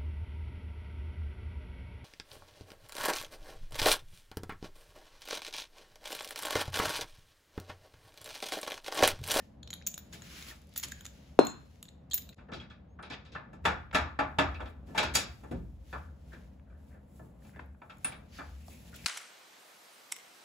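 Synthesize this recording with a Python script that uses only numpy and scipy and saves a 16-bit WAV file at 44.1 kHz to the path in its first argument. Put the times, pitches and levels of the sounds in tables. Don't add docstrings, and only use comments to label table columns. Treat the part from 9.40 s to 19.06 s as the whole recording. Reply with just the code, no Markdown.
import sys
import numpy as np
from scipy import signal
from scipy.fft import rfft, irfft, next_fast_len
from scipy.io import wavfile
from scipy.ndimage import uniform_filter1d

SR = 44100
rng = np.random.default_rng(int(sys.argv[2]) if len(sys.argv) > 2 else 0)


def invert_db(level):
    return 10 ** (np.asarray(level, dtype=float) / 20)


def to_wav(sig):
    pcm = np.clip(np.atleast_2d(sig), -1, 1) * 32767
    pcm = np.round(pcm).astype(np.int16)
    wavfile.write(sys.argv[1], SR, pcm.T)


N = 426006
LONG = next_fast_len(N)
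CUT_S = 2.955

# (frequency [Hz], level [dB per Hz])
RUMBLE = [(15, -40), (30, -9), (204, -4), (376, -21), (560, -16.5), (1300, -33.5), (3790, -47.5),
          (9100, -74)]
# (time [s], level [dB], t60 [s])
SWAYS = [
    (3.1, -38, 0.39),
    (4.199, -34.5, 0.98),
    (4.55, -34, 0.69),
    (4.79, -39, 2.1),
    (4.999, -35.5, 1.63),
    (5.571, -40, 2.25),
    (6.11, -36.5, 1.26),
    (6.5, -48.5, 6.1),
    (8.201, -47, 0.63),
    (8.99, -45.5, 1.9),
]
# (frequency [Hz], t60 [s])
ROOM_DECAY = [(100, 0.86), (400, 0.057), (1500, 0.46), (5000, 0.37), (16000, 0.12)]
# (frequency [Hz], share [0-1])
LIKENESS = [(60, .995), (125, .98), (250, .9), (600, .05), (1100, .35), (2000, .4), (5000, .3)]

# (frequency [Hz], level [dB per Hz])
CLOTH = [(300, -3.5), (800, -13), (1700, -5), (2800, -4), (4500, -7.5), (6500, -9.5), (9000, -32.5)]
SHEEN = [(5000, -17.5), (7500, -5.5), (11000, -6), (14000, -7.5), (15500, -12)]
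# (loudest [s], rise [s], fall [s], cloth level [dB], sheen level [dB])
STROKES = [(0, .1, 0.18, -66.5, -78.5), (0.733, 0.0088, 0.063, -49, -59), (0.981, 0.18, 0.22, -49.5, -61),
           (1.1, 0.4, 0.094, -50.5, -59), (1.439, 0.22, 0.63, -59, -69.5), (1.869, .3, 0.12, -68.5, -89),
           (2.348, 0.81, 0.28, -70.5, -80.5), (5.3, 0.22, 0.039, -84.5, -80),
           (5.472, 0.016, 0.73, -69, -77), (5.908, 0.46, 0.59, -70, -76), (6.521, 0.16, 0.27, -65, -73),
           (6.93, 0.18, 0.31, -66.5, -75), (7.499, 0.28, 0.18, -77, -80), (7.77, 0.13, 0.26, -76, -73.5),
           (8.05, 0.073, 0.24, -69, -72), (8.508, 0.31, 0.6, -87.5, -82.5), (8.72, 0.19, 0.049, -62, -68.5),
           (8.95, 0.076, 0.28, -57.5, -70.5), (9.3, 0.1, 0.25, -78, -64), (9.64, 0.82, 0.32, -59.5, -66)]
# (start [s], end [s], from [Hz], to [Hz], level [dB])
GLOVE_SQUEAK = (3.48, 3.56, 6350, 6700, -83)
# (time [s], length [s], low [Hz], high [Hz], level [dB rms])
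SCUFFS = [(0.464, 0.031, 1500, 12000, -47.5), (1.307, 0.11, 2000, 5970, -72),
          (1.357, 0.058, 1494, 12700, -48.5), (1.428, 0.036, 880, 12830, -42),
          (1.477, .025, 1500, 12000, -59), (1.512, .02, 1500, 12000, -53), (2.71, 0.023, 3203, 4300, -43),
          (2.71, 0.018, 6300, 8030, -52), (2.736, 0.03, 2010, 12550, -43.5),
          (2.082, 0.051, 6450, 7650, -56), (5.143, 0.044, 2200, 2700, -54), (5.2, 0.036, 3147, 3500, -63),
          (5.194, 0.026, 500, 1700, -46.5), (4.526, .02, 1104, 1800, -46.5), (3.585, .035, 1000, 1680, -53),
          (3.72, 0.051, 1097, 4860, -49.5), (3.95, 0.037, 1100, 1905, -47), (3.12, 0.042, 1130, 1620, -53),
          (3.302, 0.025, 1150, 1550, -62), (8.496, 0.047, 600, 3940, -59.5),
          (2.774, 0.021, 1280, 12500, -48), (2.923, 0.02, 1280, 4480, -64), (6.534, 0.059, 800, 1630, -46),
          (6.912, 0.079, 1320, 1970, -60), (7.261, 0.22, 1230, 1860, -75.5), (7.499, 0.13, 1210, 2085, -73),
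          (8.128, 0.085, 1300, 2370, -66.5), (8.909, 0.2, 4300, 4900, -70), (8.924, .05, 1600, 2700, -72),
          (8.982, 0.085, 1080, 1800, -51.5), (9.206, .07, 2100, 3000, -75), (9.3, 0.13, 1990, 2790, -69),
          (9.525, 0.032, 1220, 1970, -59.5), (9.58, 0.056, 2130, 3300, -63)]
# (time [s], length [s], low [Hz], high [Hz], level [dB rms])
TICKS = [(0.413, .003, 1500, 2400, -56), (0.423, 0.0028, 1500, 5460, -53.5),
         (1.217, .003, 2500, 15000, -64.5), (1.239, .002, 6000, 15000, -70.5),
         (1.271, 0.0025, 2500, 15000, -65.5), (1.293, 0.0029, 2500, 14900, -66),
         (1.338, 0.0035, 1500, 14600, -58.5), (1.592, 0.0025, 2010, 8000, -59.5),
         (1.648, .003, 1490, 12000, -53), (2.357, 0.0023, 1490, 7000, -65.5),
         (2.7, 0.0068, 2540, 12000, -66.5), (2.82, 0.0061, 1470, 12000, -55),
         (2.895, 0.0035, 3200, 4200, -54), (2.944, 0.0037, 1200, 12000, -56),
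         (4.511, 0.0094, 400, 3500, -52), (6.686, 0.0054, 1083, 1700, -63.5),
         (7.196, 0.0053, 806, 2630, -67.5), (8.021, 0.0041, 1190, 2010, -66),
         (8.092, .005, 1300, 2080, -63), (8.16, 0.0058, 600, 2680, -53), (8.192, 0.0091, 794, 2180, -45.5),
         (2.482, 0.011, 3500, 4250, -57), (8.26, 0.0028, 9990, 15300, -72), (8.346, 0.0071, 700, 1800, -64),
         (8.571, 0.0022, 3970, 16000, -67), (8.584, 0.0024, 6000, 16000, -63),
         (9.281, 0.0031, 3200, 6500, -57), (9.645, 0.0043, 3800, 5500, -53.5),
         (9.281, 0.0081, 546, 1080, -51), (9.641, 0.0043, 1610, 2500, -53), (1.518, .008, 1497, 2187, -44),
         (0.229, 0.0052, 3260, 4200, -49), (.274, 0.0034, 3000, 4300, -51)]
# (time [s], frequency [Hz], level [dB])
PINGS = [
    (1.11, 1800, -41),
    (1.4343, 5330, -25),
    (5.753, 4820, -24.5),
    (5.146, 2400, -46),
    (5.147, 3290, -49),
    (6.537, 1360, -39),
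    (6.934, 1740, -45.5),
    (8.646, 2574, -35),
    (9.541, 1490, -48.5),
    (9.563, 3000, -43.5),
]

# (frequency [Hz], level [dB], t60 [s])
FLOORBOARD = [(170, -10, .11), (265, -5.5, 0.14), (300, -2.5, .09), (400, -9.5, 0.12), (468.6, -8, 0.14),
              (544.5, -8.5, 0.12), (740, -4, 0.077), (870, -17, .12), (1140, -16, .1), (1320, -22, .1),
              (1800, -28.5, .1)]
KEY = [(2650, -3, .008), (3570, -3, .008), (4156, -23, .42), (5150, -14, .007)]
BRASS_MAIN = [(6500, -4.5, .008), (6870, -3.5, 0.027), (6920, -5, 0.016), (6920, -1.5, 0.011),
              (7680, -4, 0.0066)]
BRASS_LOW = [(3240, -5.5, 0.01), (3600, -0.5, 0.007), (3810, -1, 0.01), (4030, -7, .006),
             (5400, -11.5, 0.0042)]
BRASS_TOP = [(14600, -11.5, .22), (14800, -4, .06), (14680, -3.5, .04)]
BRASS_BODY = [(1500, -2, .005), (1850, 0, .007), (2400, -2, .005)]
BRASS_SHINE = [(9670, -2, 0.0042), (11150, -3.5, 0.006), (11430, -2, 0.015), (12000, -4, 0.0059)]
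NUT = [(8750, -10.5, 0.16), (8770, 2, 0.15), (14910, -31.5, .2), (14900, -33.5, 0.036)]
# (time [s], peak [dB], ring near 3.8 kHz [dB], top ring [dB])
FREEING = [(0.2299, -46.5, -53.5, -79), (0.275, -54.5, -45.5, -72), (0.304, -34.5, -41, -62),
           (0.3296, -43.5, -41, -64), (0.337, -36, -39.5, -43), (0.4659, -24, -45, -36.5),
           (0.4705, -21.5, -44, -31.5), (0.5409, -30, -46.5, -45), (0.5774, -33, -42, -40),
           (0.589, -52, -51, -58), (0.7263, -48, -51, -71), (0.82, -42, -46, -68), (1.024, -45, -44, -62)]
RATTLING = [(1.361, -36.5, -43, -51), (1.376, -27.5, -47.5, -24), (1.3974, -36, -50, -48),
            (1.4287, -35, -62.5, -52.5), (1.4349, -37, -36.5, -45.5), (1.445, -39.5, -57, -58),
            (1.483, -41, -55.5, -55), (1.5189, -34.5, -45, -54), (1.6078, -46, -51.5, -60),
            (1.6527, -33.5, -44.5, -55), (1.663, -30, -46, -60)]
ROLLING = [(2.049, -40, -44, -43.5), (2.068, -32.5, -44, -55.5), (2.4269, -36.5, -46.5, -54.5),
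           (2.453, -52.5, -53, -93), (2.4875, -47, -55.5, -89), (2.7116, -50, -43, -57.5),
           (2.7333, -25, -37.5, -39), (2.7422, -37.5, -42.5, -16), (2.777, -37.5, -44.5, -42.5),
           (2.8904, -43.5, -49, -61), (2.928, -59, -67, -81)]
# (freeing [dB], rattling [dB], rolling [dB])
BRASS_BODY_DB = (-3, 2, -3)

PANEL_HZ = [184, 281, 620, 845, 925, 1071, 1165, 1325, 1483, 1733, 2360, 2665, 3460, 4670]
# (level [dB], t60 [s])
PANEL_RING = [(-11, .3), (-7, .27), (-5, .25), (-8, .25), (-8, .13), (-8, .2), (-11, .2), (0, .19),
              (-6, .15), (-1, .17), (-5, .13), (-4, .1), (-7, .09), (-17, .08)]
# (frequency [Hz], level [dB], t60 [s])
SHEET = [(106, -11.5, 0.91), (203, -11, .6), (420, -6, 0.31), (1320, -9, 0.39), (3000, -4.5, 0.2),
         (5225, -5.5, 0.27), (7160, 9.5, 0.13), (16000, -2, 0.072)]
# (frequency [Hz], level [dB])
CROWD = [(400, -2), (700, 3), (1000, -6.5), (1600, -2), (2100, -1), (3400, -0.5), (4100, 2.5), (5000, 4)]
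# (frequency [Hz], width [Hz], level [dB])
BUNCHES = [(920, 90, 2.5), (2050, 130, -3), (2550, 220, 4), (3050, 120, -4), (3420, 220, 3.5),
           (4250, 220, -4), (4680, 160, 1.5)]
# (time [s], frequency [Hz], level [dB])
FAVOURED = [(3.199, 3320, -43), (3.2, 2530, -50), (3.3, 3350, -51), (3.628, 3340, -49), (3.63, 940, -47),
            (3.701, 2420, -57), (3.703, 3290, -48), (3.951, 1357, -31), (4.254, 2640, -31.5),
            (4.26, 1330, -26), (4.555, 1360, -23), (6.112, 327, -36), (5.579, 1690, -28),
            (4.548, 3400, -35), (4.549, 2170, -29.5), (4.792, 1700, -30.5), (4.988, 1750, -28),
            (5.222, 614, -38.5), (5.225, 940, -43.5), (5.549, 870, -31), (5.578, 3350, -28.5),
            (5.63, 930, -33), (5.752, 3340, -29), (5.753, 4686, -17.5), (5.76, 527, -33.5),
            (8.418, 950, -49), (8.418, 2280, -48), (8.497, 3330, -63), (8.647, 2700, -37.5),
            (8.647, 1147, -36.5), (8.721, 2340, -39), (0.001, 1800, -51.5)]
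# (time [s], peak [dB], boom [dB], edge [dB], spark [dB])
KNOCKS = [(4.13, -43, -53, -66.5, -72), (4.252, -9.5, -38, -30, -51), (4.546, -9.5, -40.5, -27, -47),
          (4.789, -12.5, -38, -40.5, -66), (4.985, -9, -35.5, -29, -52), (5.144, -40.5, -55, -50.5, -99.5),
          (5.203, -29.5, -46, -56, -79), (5.257, -39, -55, -53, -100), (5.577, -13.5, -40, -22, -47.5),
          (5.628, -24.5, -38.5, -29.5, -56), (5.751, -20.5, -38, -24, -21), (6.034, -39, -48.5, -71, -64.5),
          (6.111, -37, -31, -55.5, -66.5), (6.527, -26.5, -48.5, -53, -81.5),
          (8.646, -27.5, -52.5, -40, -54.5), (8.721, -38, -66.5, -49.5, -104),
          (8.986, -29, -52, -59.5, -64), (9.559, -79, -59, -80, -38)]
# (time [s], peak [dB], boom [dB], edge [dB])
SEATING = [(2.981, -41.5, -72, -66.5), (3.084, -37.5, -54, -83), (3.117, -34, -40, -47),
           (3.133, -56, -55, -38), (3.202, -40.5, -83, -51.5), (3.299, -44.5, -87, -54.5),
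           (3.589, -35.5, -58, -80), (3.626, -36.5, -53, -47), (3.699, -31, -48, -39),
           (3.85, -50.5, -66.5, -52), (3.919, -52, -54.5, -47.5), (3.948, -27, -55.5, -53.5)]
# (time [s], peak [dB], boom [dB], edge [dB])
SLIDES = [
    (4.24, -29, -40.5, -50.5),
    (4.526, -22, -48.5, -47.5),
    (4.533, -34, -37.5, -48),
    (5.474, -46, -42, -74),
    (5.545, -20, -42.5, -46),
    (5.737, -26, -58, -27.5),
    (9.283, -57, -50, -55),
]
# (time [s], peak [dB], boom [dB], edge [dB])
TOUCHES = [(.743, -50, -50, -49), (1.118, -45.5, -79, -58), (1.443, -59, -48.5, -51),
           (6.93, -45, -52.5, -60), (7.299, -58.5, -63, -82), (7.539, -51, -61, -85.5),
           (7.794, -43, -50, -92.5), (8.047, -49.5, -67.5, -74), (8.163, -46.5, -55, -79),
           (8.193, -41.5, -53.5, -64), (8.417, -40, -60.5, -74), (8.496, -37.5, -73.5, -59),
           (9.541, -60, -84.5, -47)]
# (spark above edge [dB], contact [ms])
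SEAT_MANNER = (-41, 5.7)
SLIDE_MANNER = (-9, 25)
TOUCH_MANNER = (-20.5, 1.7)
# (time [s], level [dB])
NUT_TAPS = [
    (3.624, -44),
    (5.578, -51.5),
    (5.751, -36.5),
    (8.645, -14),
]
# (low [Hz], high [Hz])
OPPOSED_HZ = ((8400, 9600), (12700, 13900))


def on_log(hz, table, column=1):
    table = np.array(table)
    return np.interp(np.log(np.maximum(hz, 1)), np.log(table[:, 0]), table[:, int(column)])


def unit(x):
    return x / np.sqrt(np.mean(x ** 2))


def walk(rate):
    hold = int(SR / rate)
    return uniform_filter1d(np.repeat(rng.standard_normal(N // hold + 1), hold), hold)[:N]


def hiss(colour):
    hz = np.fft.rfftfreq(LONG, 1 / SR)
    mid, side = rfft(rng.standard_normal((2, LONG)))
    like = np.clip(on_log(hz, LIKENESS), 0, 1)
    pair = np.sqrt(1 + like) * mid + np.sqrt(1 - like) * side * np.array([[1], [-1]])
    return unit(irfft(pair * invert_db(on_log(hz, colour)), LONG)[:, :N])


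def half_octave(hz, x):
    band = signal.butter(2, [hz / 2 ** .25, hz * 2 ** .25], "band", fs=SR, output="sos")
    return signal.sosfilt(band, x)


def ring(modes, spread_db=-2.0, detune=0., size=SR // 2):
    hz, db, t60 = np.transpose(modes)
    chance = rng.standard_normal((len(hz), 6)).T
    t = np.arange(size)[:, None] / SR
    turning = 2j * np.pi * hz * (1 + detune * chance[4])
    damping = np.log(1000) / np.maximum(t60, .005)
    decay = np.exp(t * (turning - damping)) * (1 - np.exp(-t / 0.000096))
    apart = np.sqrt(-np.log(np.clip(on_log(hz, LIKENESS), .02, 1)) / 2)
    level = invert_db(db + spread_db * chance[5] + 0.58 * chance[:2])
    out = (level * np.exp(1j * apart * chance[2:4])) @ decay.T
    return out.imag / np.abs(out.imag).max()


def blows(times, db, contact_ms):
    out, t = np.zeros(N + 4096), np.arange(4096) / SR
    for s, level, ms in zip(times, db, np.clip(contact_ms, .1, 20)):
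        along = t * 1000 / ms
        ticks = rng.standard_normal(4096) * rng.exponential(size=4096) * along ** 0.97 * np.exp(-along)
        out[int(s * SR):][:4096] += invert_db(level) * ticks / np.sqrt(np.sum(ticks ** 2))
    return out[None, :N]


def strike(force, response):
    return signal.fftconvolve(force, response, axes=1)[:, :N]


def crack(force, low_hz, high_hz):
    band = signal.butter(2, [low_hz, min(high_hz, .45 * SR)], "band", fs=SR, output="sos")
    return signal.sosfilt(band, signal.sosfilt(band, force))


def bunching(hz):
    return sum(db * np.exp(-((hz - centre) / width) ** 2) for centre, width, db in BUNCHES)


def room(x):
    t, tail = np.arange(SR // 2) / SR, 0
    for hz in 100 * 2 ** np.arange(0, 7.6, .5):
        noise = half_octave(hz, rng.standard_normal((2, len(t))))
        tail = tail + noise * 1000 ** (-t / on_log(hz, ROOM_DECAY))
    tail = tail * np.clip(t / 0.0027, 0, 1)
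    return strike(x.mean(axis=0, keepdims=True), tail / np.sqrt(np.sum(tail ** 2) / 2))


def house(t):
    swell = invert_db(-56)
    for s, db, t60 in SWAYS:
        after = np.maximum(t - s, 0)
        build = 1 - np.exp(-(after / 0.049) ** 2)
        swell = np.hypot(swell, invert_db(db + 2.5) * build * invert_db(-60 * after / max(t60, .1)))
    hum = hiss([(35, -35), (52, 9.5), (70, 16), (85, 9.5), (120, -53.5)]) * swell
    return hum + invert_db(-56.5 + 2.0 * walk(4.5)) * hiss(RUMBLE)


def sleeves(t):
    s, rise, fall, cloth_db, sheen_db = np.transpose(STROKES)[:, :, None]
    steps = t[::64]
    distance = np.maximum((s - steps) / np.maximum(rise, .01), (steps - s) / np.maximum(fall, .01))
    shape_db = -20 * distance ** 1.1

    def swell(db):
        return np.interp(t, steps, np.sqrt(np.sum(invert_db(db + shape_db) ** 2, axis=0)))

    grain_db = 1.6 * walk(40) + 0.83 * walk(350)
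    cloth = invert_db(grain_db) * swell(cloth_db) * hiss(CLOTH)
    return cloth + invert_db(grain_db + 5.0) * swell(sheen_db) * hiss(SHEEN)


def squeak(t):
    start, end, from_hz, to_hz, db = GLOVE_SQUEAK
    along = np.clip((t - start) / (end - start), 0, 1)
    phase = 2 * np.pi * np.cumsum(from_hz + (to_hz - from_hz) * along) / SR
    return invert_db(db) * np.sin(np.pi * along) * np.sin(phase)


def scuffs():
    out = np.zeros((2, N + SR))
    for s, length, low_hz, high_hz, db in SCUFFS + TICKS:
        mid, side, grit = rng.standard_normal((3, 8192))
        if s > CUT_S:
            mid, side = irfft(rfft([mid, side]) * invert_db(bunching(np.fft.rfftfreq(8192, 1 / SR))))
        along = np.clip(np.arange(8192) / SR / max(length, .001), 0, 1)
        grit_db = 5 * 4.3 * uniform_filter1d(grit, size=36)
        shape = np.sin(np.pi * along ** .55) ** 1.5 * invert_db(grit_db)
        rub = crack((mid + .5 * side * np.array([[1], [-1]])) * shape, low_hz, high_hz)
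        out[:, int(s * SR):][:, :8192] += invert_db(db) * rub / np.sqrt(np.sum(rub ** 2) / 2 / (length * SR))
    return out[:, :N]


def pings(table, t60, apart):
    out = np.zeros((2, N + 8192))
    for s, hz, db in table:
        pair = ring([(hz, 0, t60), (hz * apart, -4, t60)], size=6144)
        push = blows([0], [db], [1.5])[:, :512]
        out[:, int(s * SR):][:, :6655] += signal.fftconvolve(push, pair, axes=1)
    return out[:, :N]


def key_drop():
    drop_s, drop_db = 1.99, -3.5
    t = np.arange(1024) / SR
    turns = 350 * t + 1.1 * (1 - np.exp(-t / 0.00077))
    lean = .4 * np.array([[1], [-1]])
    thump = -np.sin(2 * np.pi * turns + lean) * np.clip(t / 0.00089, 0, 1) * np.exp(-(t / 0.006) ** 4)
    force = np.zeros((1, N))
    force[0, int(drop_s * SR)] = invert_db(drop_db)
    board = invert_db(-12.0) * ring(FLOORBOARD) + invert_db(-16.0) * ring(KEY, spread_db=-5.5)
    contact = crack(blows([drop_s], [-9], [3.0]), 1200, 9900)
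    return strike(force, thump * invert_db([[.6], [-.6]])) + strike(force, board) + contact


def brass():
    s, main, low, top = np.transpose(FREEING + RATTLING + ROLLING)
    body = low + np.repeat(BRASS_BODY_DB, [len(FREEING), len(RATTLING), len(ROLLING)])
    shine = main + .6 * (top - main) - 4
    ms = np.full(len(s), .9)
    out = crack(blows(s, low + .6, ms), 1800, 15000)
    out = out + strike(blows(s, top + 3, ms), ring(BRASS_TOP, spread_db=2.0))
    # (level [dB], modes, shift of pitch from clink to clink)
    groups = ((main + 2.5, BRASS_MAIN, .012), (low + 9.1, BRASS_LOW, .025),
              (body + 6, BRASS_BODY, .1), (shine + 8, BRASS_SHINE, .03))
    for db, modes, shift in groups:
        force = blows(s, db, ms)
        for start in (s * SR).astype(int):
            push = force[:, start:start + 200]
            answer = ring(modes, 2.7, shift, size=4096)
            out[:, start:start + 4295] += signal.fftconvolve(push, answer, axes=1)
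    return out


def contacts():
    rows = [(*row, 2.3) for row in KNOCKS]
    manners = ((SEATING, SEAT_MANNER), (SLIDES, SLIDE_MANNER), (TOUCHES, TOUCH_MANNER))
    for table, (spark_db, ms) in manners:
        rows += [(s, peak, boom, edge, edge + spark_db, ms) for s, peak, boom, edge in table]
    return np.transpose(rows)


def sheet(s, colours, ms):
    crowd_hz = np.geomspace(50, 20000, 500)
    crowd_db = on_log(crowd_hz, CROWD) + bunching(crowd_hz) + 2.2 * rng.standard_normal(len(crowd_hz))
    air, out = hiss(np.c_[crowd_hz, crowd_db]), 0
    t = np.arange(4096) / SR
    for k, hz in enumerate(110 * 2 ** np.arange(0, 7.5, .5)):
        power = np.zeros(N + 4096)
        for start, colour, length in zip(s, colours, np.clip(ms, .3, 20) / 1000):
            feed = np.exp(-t / length) * (1 - np.exp(-t / length / 0.64)) / (length * SR / 1.365)
            power[int(start * SR):][:4096] += invert_db(2 * on_log(hz, colour)) * feed
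        keep = 1e6 ** (-1 / (on_log(hz, SHEET, column=2) * SR))
        stored = signal.lfilter([1], [1, -keep], power[:N])
        level = invert_db(on_log(hz, SHEET)) * np.sqrt(stored) * invert_db(0.98 * walk(90))
        out = out + (-1) ** k * level * unit(half_octave(hz, air))
    return out


def panel_modes(s, db, ms, edge_db):
    out, (mode_db, t60) = np.zeros((2, N + SR)), np.transpose(PANEL_RING)
    for start, level, length, edge in zip(s, db, ms, edge_db):
        push = blows([0], [level], [length])[:, :4096]
        soft_db = .6 * min(edge + 22, 0)
        dull_db = on_log(PANEL_HZ, [(1800, 0), (2400, soft_db - 1.5)])
        answer = ring(np.c_[PANEL_HZ, mode_db + dull_db, t60], 1.5, .003, size=12288)
        out[:, int(start * SR):][:, :16383] += signal.fftconvolve(push, answer, axes=1)
    return out[:, :N]


def radiator():
    s, mid, boom, edge, spark, ms = contacts()
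    colours = [((250, b), (1200, m - 12), (4000, e - 3), (7000, (e + a) / 2 - 12), (11000, min(a - 3, e - 15)))
               for m, b, e, a in zip(mid, boom, edge, spark)]
    out = sheet(s, colours, ms) + panel_modes(s, mid - 4.5, ms, edge - mid)
    out += crack(blows(s, mid + 1.2, 0.2 * ms), 1200, 3200)
    out += crack(blows(s, edge + 17, 0.42 * ms), 1400, 6500)
    out += crack(blows(s, spark + 14, 0.94 * ms), 7000, 18000)
    taps, tap_db = np.transpose(NUT_TAPS)
    return out + strike(blows(taps, tap_db, np.full(len(taps), 1.5)), ring(NUT))


def scene():
    t = np.arange(N) / SR
    clinks, panel, drop, rubs = brass(), radiator(), key_drop(), scuffs()
    panel = panel + pings(FAVOURED, .075, .985)
    first = clinks + drop + room(invert_db(-9.5) * clinks + invert_db(-5.5) * drop)
    first = first * (t < CUT_S)
    second = panel + room(invert_db(-14) * panel + invert_db(-9.5) * rubs)
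    handling = sleeves(t) + squeak(t) + pings(PINGS, 0.022, 1.0) + rubs
    join = 1 - .95 * np.exp(-((t - CUT_S) / .016) ** 2)
    return join * (first + second + handling + house(t))


def band_limit(x):
    return signal.sosfilt(signal.butter(12, 16820, fs=SR, output="sos"), x)


def record(dry):
    shared_hz, turn_hz, top_hz = 6890, 4134, 15600
    hz = np.fft.rfftfreq(LONG, 1 / SR)
    low_cut = hz ** 2 / (hz ** 2 + 35 ** 2)
    pair = rfft(dry, LONG) * invert_db([[.6], [-.6]]) * low_cut
    turn = 2 * np.pi * np.clip((hz - shared_hz) / turn_hz, 0, 2)
    turn = (turn - 0.1 * np.sin(2 * turn)) / 2
    for k, (low, high) in enumerate(OPPOSED_HZ):
        turn[(hz > low) & (hz < high)] = np.pi * (k + .5)
    turn = uniform_filter1d(turn, size=LONG // 150)
    fade_db = -24 * np.clip((hz - top_hz) / 400, 0, 1)
    shared = 0.63 * pair.sum(axis=0) * invert_db(fade_db) * np.exp(1j * turn * np.array([[-1], [1]]))
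    share = np.clip((hz - shared_hz) / 500 + 1, 0, .95)
    mix = irfft(share * shared + (1 - share) * pair, LONG)[:, :N]
    return band_limit(mix)


dry = scene()
out = record(dry)
to_wav(out)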